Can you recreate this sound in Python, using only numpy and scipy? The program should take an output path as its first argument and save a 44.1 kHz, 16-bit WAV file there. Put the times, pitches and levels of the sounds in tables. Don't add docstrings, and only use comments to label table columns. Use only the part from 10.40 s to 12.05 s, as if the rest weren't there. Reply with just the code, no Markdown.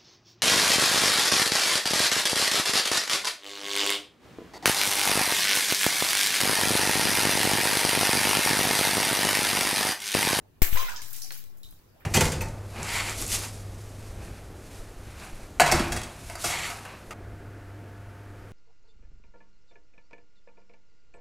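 import sys
import numpy as np
from scipy import signal
from scipy.fft import rfft, irfft, next_fast_len
from scipy.io import wavfile
from scipy.ndimage import uniform_filter1d

SR = 44100
rng = np.random.default_rng(int(sys.argv[2]) if len(sys.argv) > 2 else 0)


def voltage_ratio(decibels):
    exponent = np.asarray(decibels, float) / 20
    return 10 ** exponent


def put_to_file(sound):
    columns = np.atleast_2d(sound).T
    safe = np.clip(columns, -1, 1)
    whole_steps = np.round(safe * 32767)
    wavfile.write(sys.argv[1], SR, whole_steps.astype(np.int16))


N = 72765

SNAP_S = 0.2189
DROP_SPREAD_DB = 3


def evened(x):
    return x / np.sqrt(np.mean(x ** 2) + 1e-20)


def read(points, hz):
    f, value = np.transpose(points)
    return np.interp(np.log(hz + 1), np.log(f + 1), value)


def add(mix, s, sound):
    part = mix[:, round(s * SR):][:, :sound.shape[1]]
    part += sound[:, :part.shape[1]]


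def colour(x, db_at):
    size = next_fast_len(x.shape[1] + 2048)
    gain = voltage_ratio(db_at(np.fft.rfftfreq(size, 1 / SR)))
    return irfft(rfft(x, size) * gain, size)[:, :x.shape[1]]


def pair(x, same):
    same = np.clip(same, 0, 1)
    return np.array([x[0], same * x[0] + np.sqrt(1 - same ** 2) * x[1]])


def resonate(x, hz, width):
    turn = np.exp(2j * np.pi * hz * np.arange(x.shape[1]) / SR)
    r = np.exp(-np.pi * width / SR)
    return 2 * (turn * signal.lfilter([1 - r], [1, -r], x / turn)).real


def patchy(x):
    z = signal.stft(x, nperseg=256, noverlap=192)[2]
    field = uniform_filter1d(rng.standard_normal(z.shape[1:]), size=4, axis=0)
    field = uniform_filter1d(field, size=14, axis=1)
    patch_db = 3.5 * evened(field)
    return signal.istft(z * voltage_ratio(patch_db), nperseg=256, noverlap=192)[1][:, :x.shape[1]]


def burst():
    # start in seconds, left level in dB, right level in dB.
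    cracks = [(0.2199, -12, -23), (0.22, -17, -10.5), (0.2224, -12, -20), (.2283, -11.5, -25),
              (.2312, -8, -28), (0.2342, -25, -31), (0.2363, -37, -14), (0.241, -32, -35)]
    # time in seconds, level in dB.
    spray = [
        (.219, -15),
        (0.237, -24.5),
        (.27, -30.5),
        (0.303, -37.5),
        (.345, -32),
        (.385, -33),
        (.47, -42.5),
        (0.598, -52),
        (0.748, -44.5),
    ]
    # frequency in Hz, gain in dB.
    spray_hue = [(150, -30), (500, -18), (1700, -9.5), (4600, -14.5), (7400, -10.5), (9300, -14.5),
                 (12700, -5.5), (16000, -4.5)]
    snap_db, snap_long_s = -11, 0.00038
    rebound_s, rebound_db = 0.00251, 2
    crack_t60 = 0.005

    out, t = np.zeros((2, N)), np.arange(800) / SR
    snap = np.minimum(t * 15000, 1) * np.exp(-(t / snap_long_s) ** 2)
    add(out, SNAP_S, np.outer([1, .2], voltage_ratio(snap_db) * snap))
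    blurred = uniform_filter1d(np.roll(snap, 9), size=15)
    add(out, SNAP_S + rebound_s, np.outer([1, .3], voltage_ratio(snap_db + rebound_db) * blurred))

    for s, left_db, right_db in cracks:
        noise = colour(rng.standard_normal((2, 800)), lambda hz: 1.08 * read(spray_hue, hz))
        crack = evened(noise) * voltage_ratio(-60 * t / crack_t60)
        add(out, s, crack * voltage_ratio(np.array([[left_db], [right_db]])))

    at, db = np.transpose(spray)
    t = np.arange(N) / SR
    level = voltage_ratio(np.interp(t, at, db) - 60 * np.maximum(t - at[-1], 0)) * (t > at[0])
    hiss = colour(droplets(N), lambda hz: read(spray_hue, hz))
    return out + evened(patchy(hiss)) * level


def droplets(count):
    drops_per_s, mist, fizz_db = 3400, 0.87, -9
    hit, big = rng.random(count), rng.exponential(1, count)
    impacts = (hit < drops_per_s / SR) * voltage_ratio(DROP_SPREAD_DB * np.minimum(big, 4))
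    puffs = signal.lfilter([1], [1, -.95], impacts)
    water = pair(rng.standard_normal((2, count)), 0.12) * (mist + evened(puffs))
    return evened(water) + voltage_ratio(fizz_db) * fizz(count)


def fizz(count):
    bubbles_per_s, decay_cycles = 2500, 9
    hit, kind, big, side = rng.random((4, count))
    out = np.zeros((2, count))
    hit = (hit < bubbles_per_s / SR) * voltage_ratio(-DROP_SPREAD_DB * np.log(big + 0.031))
    sides = np.array([side, 1 - side])
    for k, hz in enumerate(np.geomspace(700, 15500, num=14)):
        u = np.arange(1200) * hz / SR
        ring = np.sin(2 * np.pi * u * (1 + 0.0026 * u))
        ring = ring * np.minimum(u / 2, 1) * np.exp(-u / decay_cycles) * hz
        chosen = hit * ((kind * 14).astype(int) == k)
        out += signal.oaconvolve(chosen * sides, ring[None])[:, :count]
    return evened(out)


def shoves():
    # start in seconds, left push, right push (full scale 1), rise in seconds, let-go in seconds.
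    pushes = [
        (0.2194, -0.57, -0.15, 0.00098, 0.041),
        (0.3264, 0.2, 0.0044, 0.002, 0.23),
        (0.3491, 0.041, 0.088, 0.002, 0.078),
        (.371, -0.024, 0.038, 0.0036, 0.055),
        (0.398, -0.042, -0.041, 0.048, 0.26),
    ]
    out, t = np.zeros((2, N)), np.arange(SR) / SR
    for s, left, right, rise, go in pushes:
        step = 1 - np.exp(-(t / rise) ** 2)
        let_go = (1 - t / go) * np.exp(-t / go)
        add(out, s, np.outer([left, right], step * let_go))
    return out


def band(hz, spread):
    # frequency in Hz, gain in dB.
    port_hue = [(300, 28.5), (1000, 3.5), (6500, -1.5), (9000, -6.5), (11500, -0.5), (14500, -1),
                (16000, 1.5)]
    return lambda f: read(port_hue, f) - np.minimum(6 * (np.log2((f + 1) / hz) / spread) ** 2, 45)


def splash(db, hz, spread, t60):
    slap_db, slap_t60, rise_s = -2, 0.03, 0.002
    t = np.arange(13230) / SR
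    decay = voltage_ratio(-60 * t / t60) + voltage_ratio(slap_db - 60 * t / slap_t60)
    shape = np.minimum(t / rise_s, 1) * decay
    return voltage_ratio(db) * shape * evened(patchy(colour(droplets(len(t)), band(hz, spread))))


def tick(db, hz, spread):
    t = np.arange(900) / SR
    puff = evened(colour(pair(rng.standard_normal((2, 900)), 0.062), band(hz, spread)))
    return voltage_ratio(db - 60 * t / .016) * np.minimum(t / .0005, 1) * puff


def bubble(db, hz, t60, glide):
    swell = 0.067
    t = np.arange(6000) / SR
    turn = rng.random() + np.array([[0], [.22]])
    shape = voltage_ratio(db - 60 * t / t60) * np.minimum(t / (swell * t60), 1)
    return shape * np.sin(2 * np.pi * (hz * t * (1 + glide * t / 2) + turn))


def pocket(length, db, hz, width):
    gulps_per_s, fade_db = 200, -13.5
    t = np.arange(13230) / SR
    hit, size = rng.random(len(t)), rng.standard_normal((2, len(t)))
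    gulps = ((hit < gulps_per_s / SR) + 0.076) * pair(size, 0.16)
    ring = evened(resonate(resonate(gulps, hz, width), hz, 7.9 * width))
    fade = fade_db * t / length - 250 * np.maximum(t - length, 0)
    return ring * np.minimum(t / 0.0025, 1) * voltage_ratio(db + fade)


def room(x):
    room_t60, room_db = 0.3, -8
    at = np.arange(200, 22000, 20) + rng.integers(0, 20, (2, 1090))
    taps = np.zeros((2, 22050))
    np.put_along_axis(taps, at, rng.choice([-1., 1.], at.shape) * voltage_ratio(-60 * at / SR / room_t60), 1)
    taps /= np.linalg.norm(taps[0])
    return voltage_ratio(room_db) * signal.fftconvolve(x, taps, axes=1)[:, :N]


def air():
    # frequency in Hz, level in dB.
    air_hue = [(18, -46), (30, -3.5), (103, -2), (183, -9.5), (220, -10.5), (402, -12), (612, -16),
               (698, -17.5), (15800, -40)]
    # frequency in Hz, gain in dB.
    air_lift = [(3000, 2), (9000, 3.5), (12500, 10), (16000, 11)]
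    # frequency in Hz, left-right likeness from 0 to 1.
    air_same = [(60, 0.85), (380, 0.31), (2380, 0.047), (15000, 0.018)]
    air_db, hum_db, hum_hz, hum_width = -59, -67, 97.7, 4.8
    hush_db, hush_hz = -4.5, 3250

    frames, hz = N // 256 + 5, np.fft.rfftfreq(1024, 1 / SR)
    a, b, c, d, patches = rng.standard_normal((frames, 513, 5)).T
    patches = evened(uniform_filter1d(uniform_filter1d(patches, 10, 0), 10, 1))
    same = np.clip(read(air_same, hz), -1, 1)[:, None]
    left = a + 1j * b
    z = np.array([left, same * left + np.sqrt(1 - same ** 2) * (c + 1j * d)])
    tone_db = (read(air_hue, hz) + read(air_lift, hz))[:, None]
    z *= voltage_ratio(tone_db + 2.4 * patches) * (hz > 1)[:, None]

    before_burst = np.arange(frames) * 256 / SR < SNAP_S
    hush = hush_db * np.outer(hz / (hz + hush_hz), before_burst)
    open_air, hushed_air = [signal.istft(v, nperseg=1024, noverlap=768)[1][:, :N] for v in (z, z * voltage_ratio(hush))]
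    hum = evened(resonate(pair(rng.standard_normal((2, N)), 0.87), hum_hz, hum_width))
    return voltage_ratio(air_db) * hushed_air / np.std(open_air) + voltage_ratio(hum_db) * resonate(hum, hum_hz, 40)


def scene():
    # start in seconds, level in dB, centre in Hz, spread in octaves, T60 in seconds.
    splashes = [(.327, -40.5, 2320, 1.3, 0.4), (.356, -37, 1640, 1.22, 0.18),
                (.371, -36, 2770, 1.273, 0.92), (.481, -43.5, 2000, 0.62, 0.14),
                (.49, -44.5, 6900, 0.41, 0.26), (0.5603, -42, 5760, 0.42, .3),
                (.617, -43, 7060, 0.85, 0.54), (.65, -67, 8700, 0.82, 0.37), (.705, -48, 11000, 1.2, 0.15),
                (.7296, -40.5, 9600, 1, 0.39), (.74, -47, 5930, 1.13, 1), (.763, -44, 8250, 0.39, 0.3),
                (.818, -41.5, 5460, 0.34, 0.38), (.82, -46.5, 10200, 0.35, 0.51),
                (.85, -55, 7802, 0.83, 0.24), (.908, -47.5, 2830, 1.34, 0.38),
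                (.919, -42, 7900, 1.37, 0.47), (.972, -44.5, 12900, 0.33, 0.15),
                (1.17, -56.5, 12400, 0.97, 0.3), (1.2316, -55.5, 8450, 1.23, 0.74),
                (1.309, -61, 13100, 0.51, 0.5), (1.6, -63.5, 13380, 0.39, 0.17),
                (1.606, -59.5, 1870, 0.57, 0.23)]
    # start in seconds, level in dB, centre in Hz, spread in octaves.
    ticks = [(.359, -36, 2500, 1.5), (.495, -38, 6500, .4), (.618, -40, 9000, .5), (.7300, -31, 11500, .6),
             (.7640, -35, 10000, 1.2), (.8180, -37, 7500, .8), (.9064, -36, 1900, .9),
             (.9066, -39, 13500, .5), (.9755, -39, 13500, .4), (.9218, -36, 9000, 1.1),
             (1.0392, -38, 13000, 1.6), (1.2315, -44, 9000, 1.2), (1.288, -59, 9000, .4),
             (1.309, -41, 12500, .5), (1.331, -55, 11000, .6), (1.357, -56, 14500, .3)]
    # start in seconds, level in dB, pitch in Hz,
    # T60 in seconds, pitch gain per second.
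    bubbles = [(.2192, -15, 2200, 0.0084, 6), (.2188, -17, 5170, 0.01, -6), (.241, -35, 1720, 0.029, 0),
               (.255, -41, 1740, .03, -10), (.265, -33, 1700, .03, -5), (.369, -22.5, 1005, 0.049, 2.5),
               (.370, -24.5, 1915, 0.024, 9.5), (.367, -34, 2496, 0.092, 40), (.389, -27, 1005, 0.05, 5.5),
               (.397, -24.5, 1036, 0.075, 1), (.399, -38, 3940, 0.017, 11), (.407, -40, 2070, 0.023, -4),
               (.420, -32, 1038, 0.065, 1.5), (.428, -28.5, 1037, 0.057, 1), (.435, -33, 3540, .025, 4),
               (.443, -38, 1040, 0.048, -5), (.456, -32, 1064, .06, -3), (.480, -28, 1418, 0.07, 2),
               (.482, -33, 1834, .04, 1), (.486, -36, 2520, .04, -2), (.488, -33, 901, 0.041, -4),
               (.495, -34, 1590, .04, -1), (.496, -36, 2620, 0.031, 1.5), (.498, -37.5, 1032, 0.047, -8),
               (.505, -43, 1460, 0.035, 2), (.516, -29.5, 1490, 0.034, -3), (.519, -33, 1680, 0.027, -7.5),
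               (.523, -37, 960, 0.073, -2.5), (.537, -34.5, 1282, 0.042, -1), (.549, -41, 1500, 0.032, -4),
               (.54, -42.5, 963, .09, 0.5), (.578, -42, 1778, .07, -2), (.594, -39, 1707, 0.054, -2.5),
               (.583, -48, 1024, 0.058, -10.5), (.615, -42, 2290, 0.036, -10.5), (.84, -51, 756, .15, 0)]
    # start in seconds, level in dB, pitch in Hz,
    # T60 in seconds, pitch gain per second.
    drips = [(.9058, -28, 4160, 0.014, 15), (.9065, -37, 5570, .008, -4), (1.2318, -40.5, 3940, .022, 2),
             (1.233, -45, 3650, 0.022, 4), (1.237, -47, 4350, .02, 0), (1.241, -48, 3060, 0.027, 2),
             (1.247, -45, 3800, 0.019, -8), (1.248, -55, 4620, .02, 4), (1.255, -43.5, 3520, .025, 17),
             (1.265, -46, 3840, 0.018, 0), (1.270, -46, 3920, .02, -1), (1.288, -50, 3780, .025, 0),
             (1.300, -64, 3850, .02, -3), (1.314, -57, 5200, .02, 7), (1.324, -63, 3800, 0.026, 6),
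             (1.325, -58, 3150, 0.029, 3), (1.336, -55, 3800, 0.022, 2), (1.352, -59, 3900, 0.017, 0),
             (1.362, -58, 3800, 0.022, 4), (1.390, -56.5, 4500, .025, 0), (1.606, -56, 2400, .025, -2),
             (1.607, -59, 1270, .04, -3), (1.617, -57, 1670, 0.028, 4), (1.629, -58, 1620, .025, -6)]
    # start in seconds, length in seconds, level in dB, pitch in Hz, width in Hz.
    pockets = [
        (0.44, 0.12, -51, 1600, 360),
        (.49, 0.14, -48.5, 960, 88),
        (0.27, 0.2, -46, 2240, 830),
        (.56, 0.13, -56.5, 1140, 380),
        (1.24, 0.09, -62, 3750, 520),
    ]
    tub = np.zeros((2, N))
    layers = ((splashes, splash), (ticks, tick), (bubbles, bubble), (drips, bubble), (pockets, pocket))
    for table, source in layers:
        for s, *row in table:
            add(tub, s, source(*row))
    pan_db = np.array([[-0.25], [0.25]])
    water = burst() + tub * voltage_ratio(pan_db)
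    return water + room(water) + air() + shoves()


def roll_off(x):
    return signal.sosfilt(signal.butter(12, 17030, fs=SR, output="sos"), x)


def record(dry):
    low_pass = signal.firwin(255, 15900, window=("kaiser", 8), fs=SR)
    mix = signal.oaconvolve(dry, low_pass[None], "same")
    return roll_off(mix)


dry = scene()
out = record(dry)
put_to_file(out)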